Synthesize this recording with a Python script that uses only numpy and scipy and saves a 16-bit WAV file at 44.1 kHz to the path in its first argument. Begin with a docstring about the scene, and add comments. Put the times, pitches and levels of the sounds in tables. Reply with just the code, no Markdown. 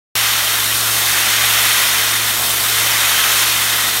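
"""A steady hiss cuts in: a pressure lance blasts spray onto a pavement beside a road.
Turbulence makes both the nozzle's hiss and the jet's roar on the slab, and the barrel's resonances
colour them. The roar sinks and swells again twice as the lance sweeps to and fro, and drops spatter.
Behind it hum an engine, at harmonics of its firing rate, and a deeper machine, over rumbling traffic."""
import sys
import numpy as np
from scipy import signal
from scipy.fft import rfft, irfft
from scipy.io import wavfile
from scipy.ndimage import uniform_filter1d, map_coordinates

SR = 44100
rng = np.random.default_rng(int(sys.argv[2]) if len(sys.argv) > 2 else 0)


def bounce(signal):
    """Save signal as a 16-bit WAV file at the path given by the first command-line argument."""
    frames = np.transpose(np.atleast_2d(signal))
    limited = np.clip(frames, -1, 1)
    pcm = np.round(limited * 32767).astype(np.int16)
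    wavfile.write(sys.argv[1], SR, pcm)


N = 176400
TIME = np.arange(N) / SR
BIN_HZ = np.fft.rfftfreq(N, 1 / SR)

# Nozzle hiss. Each row: frequency in Hz, base level in dB per Hz.
HISS_SPECTRUM = [(100, -85), (480, -69), (720, -63.5), (1300, -56.5), (2300, -61), (3500, -57), (4850, -62),
                 (5900, -59.5), (7600, -61.5), (8500, -58), (9600, -58), (10400, -63), (11300, -58.2),
                 (12300, -58.3), (14000, -62), (15700, -64)]
# Strength of hiss and spatter. Each row: time in seconds, gain in dB.
SPRAY_GAIN = [(.15, -0.2), (.7, -0.3), (1.05, 1.1), (1.3, 0), (1.7, 2), (1.87, 1), (2.18, -0.9),
              (2.55, 0.7), (2.9, 0.6), (3.15, 1), (3.4, 1.5), (3.56, -0.4), (4, -0.5)]
# Resonances of the lance's barrel. Each row: centre in Hz, half-width in Hz, lift in dB.
BARREL_MODES = [(677, 130, 2), (1360, 87, 0.5), (1996, 196, 3.5), (2506, 120, 2.5), (3130, 127, 4.5),
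                (3650, 203, 4), (4310, 250, 2.7), (5490, 200, 2.3)]
# Roar on the slab. Each row: frequency in Hz, base level in dB per Hz.
ROAR_SPECTRUM = [(100, -90), (450, -73.5), (750, -64), (1250, -56), (1900, -54.5), (3300, -56.5),
                 (4800, -62), (6500, -59), (9000, -75), (15700, -77)]
# Strength of the roar as the lance sweeps. Each row: time in seconds, gain in dB.
SWEEP_GAIN = [(.15, -0.5), (.45, -2.5), (.62, -7.5), (.92, -11), (1.15, -0.5), (1.36, .3), (1.8, -0.5),
              (2.08, -1.5), (2.3, -5.5), (2.5, -23), (2.66, -8.5), (2.78, -3), (3.05, -0.2), (3.28, 0.5),
              (3.46, 0), (3.6, -2), (3.82, -2.5), (4, -6)]
# Drop impacts. Each row: frequency in Hz, base level in dB per Hz.
SPATTER_SPECTRUM = [(200, -99), (1200, -64), (3500, -65.5), (7000, -72.5), (12000, -69), (15700, -69)]
# Faint copies of the spray. Each row: lag in seconds before the drift is added, linear gain.
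SPRAY_COPIES = [(.0043, 0.11), (.0091, .12), (.0170, 0.11)]
# Engine speed. Each row: time in seconds, firing rate in Hz.
FIRING_RATE = [(0, 111.6), (1.5, 111.8), (2.8, 111.6), (4, 111.3)]
# Engine tones. Each row: multiple of the firing rate, base rms level in dB.
ENGINE_HARMONICS = [(1, -38), (2, -49), (3, -49.5), (4, -47), (6, -49.5)]
# Throb of the fundamental. Each row: time in seconds, gain in dB.
THROB_GAIN = [(.22, 2), (.42, -2.5), (.62, 0.5), (.9, 3.5), (1.25, -2), (1.44, 3), (1.68, 1), (1.8, -6),
              (1.98, 0), (2.24, 1.7), (2.48, -1), (2.66, 0), (2.82, 3), (3.05, -1), (3.2, -2.5), (3.55, 1),
              (3.75, -1), (4, -3)]
# Strength of the engine's overtones. Each row: time in seconds, gain in dB.
OVERTONE_GAIN = [(0, -3.5), (1.2, 0.5), (2.5, 1.5), (4, 1)]
# Rumble of road and machinery. Each row: frequency in Hz, base level in dB per Hz.
RUMBLE_SPECTRUM = [(15, -90), (35, -92), (52, -74), (105, -70), (155, -71), (230, -70.5), (310, -65.5),
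                   (420, -71.5), (700, -69.5), (2000, -86)]
# Strength of the rumble as cars go by. Each row: time in seconds, gain in dB.
TRAFFIC_GAIN = [(0, -2), (1, 1), (2.1, -1.8), (2.55, 2), (2.85, -0.5), (3.3, -1.5), (4, 0.5)]


def amp(db):
    """Amplitude grows tenfold for every 20 dB."""
    return 10 ** (np.asarray(db) / 20)


def unit_rms(x):
    """Normalisation to an rms of 1."""
    return x / np.sqrt(np.mean(x ** 2) + 1e-20)


def curve(points):
    """Linear interpolation of a time table at every sample."""
    return np.interp(TIME, *np.transpose(points))


def colour(white, spectrum, lift_db=0):
    """Spectral shaping: white sound of rms 1 takes on a density in dB per Hz, plus a lift."""
    hz, db = np.transpose(spectrum)
    shape_db = np.interp(np.log(BIN_HZ + 1), np.log(hz), db) + lift_db
    return irfft(rfft(white) * amp(shape_db), N) * np.sqrt(SR / 2)


def wander(rate_hz):
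    """Random modulation of rms 1: noise low-passed to between 1 Hz and about the given rate."""
    response = (BIN_HZ > 1) / (1 + (BIN_HZ / rate_hz) ** 2)
    return unit_rms(irfft(rfft(rng.standard_normal(N)) * response, N))


def turbulence(flutter_db, flutter_hz=70, patch_db=1.12, patch_s=0.05, patch_hz=400):
    """Unsteady flow modulates white noise, as a whole and in patches of time and frequency."""
    hz, seconds, cells = signal.stft(rng.standard_normal(N), SR, nperseg=512)
    patches = rng.standard_normal(cells.shape)
    patches = uniform_filter1d(patches, round(patch_s / seconds[1]), axis=1)
    patches = unit_rms(uniform_filter1d(patches, round(patch_hz / hz[1]), axis=0))
    noise = signal.istft(cells * amp(patch_db * patches), SR, nperseg=512)[1][:N]
    return unit_rms(noise * amp(flutter_db * wander(flutter_hz)))


def jet():
    """Turbulence radiates broadband noise at nozzle and slab; barrel resonances lift narrow bands."""
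    barrel_db = sum(db * np.exp(-((BIN_HZ - hz) / width) ** 2) for hz, width, db in BARREL_MODES)
    hiss = colour(turbulence(flutter_db=0.7), HISS_SPECTRUM, barrel_db)
    roar = colour(turbulence(flutter_db=0.6), ROAR_SPECTRUM, barrel_db)
    return hiss * amp(curve(SPRAY_GAIN)) + roar * amp(curve(SWEEP_GAIN))


def spatter(drops_per_s=3500, spread_db=4.0):
    """Shot noise: drops strike the pavement independently, many small and a few large."""
    size_db = spread_db * np.minimum(rng.exponential(1, N), 4)
    polarity = np.sign(rng.standard_normal(N))
    strikes = rng.random(N) < drops_per_s / SR
    ticks = unit_rms(amp(size_db) * polarity * strikes)
    return colour(ticks, SPATTER_SPECTRUM) * amp(curve(SPRAY_GAIN))


def thicken(spray, drift_s_per_db=0.05):
    """Superposition: faint time-warped copies of the spray, mostly ahead of it, thicken the hiss."""
    drift_s = drift_s_per_db * curve(SWEEP_GAIN)  # mostly negative: a lead of up to about 1.1 s
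    total = spray
    for lag_s, gain in SPRAY_COPIES:
        positions = (TIME - lag_s - drift_s) * SR
        total = total + gain * map_coordinates(spray, [positions], order=3)
    return total


def engine(waver_hz=9.6, waver_db=2, pitch_wander=0.0034):
    """Periodic firing at a governed speed gives a throbbing fundamental and wavering harmonics."""
    firing_hz = curve(FIRING_RATE) * (1 + pitch_wander * wander(waver_hz))
    cycles = np.cumsum(firing_hz) / SR
    tones = np.zeros(N)
    for order, db in ENGINE_HARMONICS:
        if order == 1:
            sway_db = curve(THROB_GAIN)
        else:
            sway_db = curve(OVERTONE_GAIN) + waver_db * wander(waver_hz)
        tones += amp(db + sway_db) * np.sin(2 * np.pi * (order * cycles + rng.random()))
    return np.sqrt(2) * tones


def machine_hum(hz=64.8, rms_db=-47, waver_db=0.3):
    """A second machine hums lower: a pure tone under slight amplitude modulation."""
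    level_db = rms_db + waver_db * wander(rate_hz=9.6)
    return np.sqrt(2) * amp(level_db) * np.sin(2 * np.pi * hz * TIME)


def road_rumble():
    """Incoherent sources sum to low-frequency noise, which swells a little with the traffic."""
    return colour(rng.standard_normal(N), RUMBLE_SPECTRUM) * amp(curve(TRAFFIC_GAIN))


def scene():
    """Superposition: all sources add at one point, the same in both channels."""
    spray = thicken(jet() + spatter())
    mono = spray + engine() + machine_hum() + road_rumble()
    return np.array([mono, mono])


def record(dry, start_s=0.1537, cutoff_hz=15800):
    """Gating and band limiting: the sound cuts in at once, and a low-pass removes the top treble."""
    lowpass = signal.firwin(511, cutoff_hz, window=("kaiser", 9), fs=SR)
    return signal.oaconvolve(dry * (TIME >= start_s), lowpass[None], "same")


dry = scene()
out = record(dry)
bounce(out)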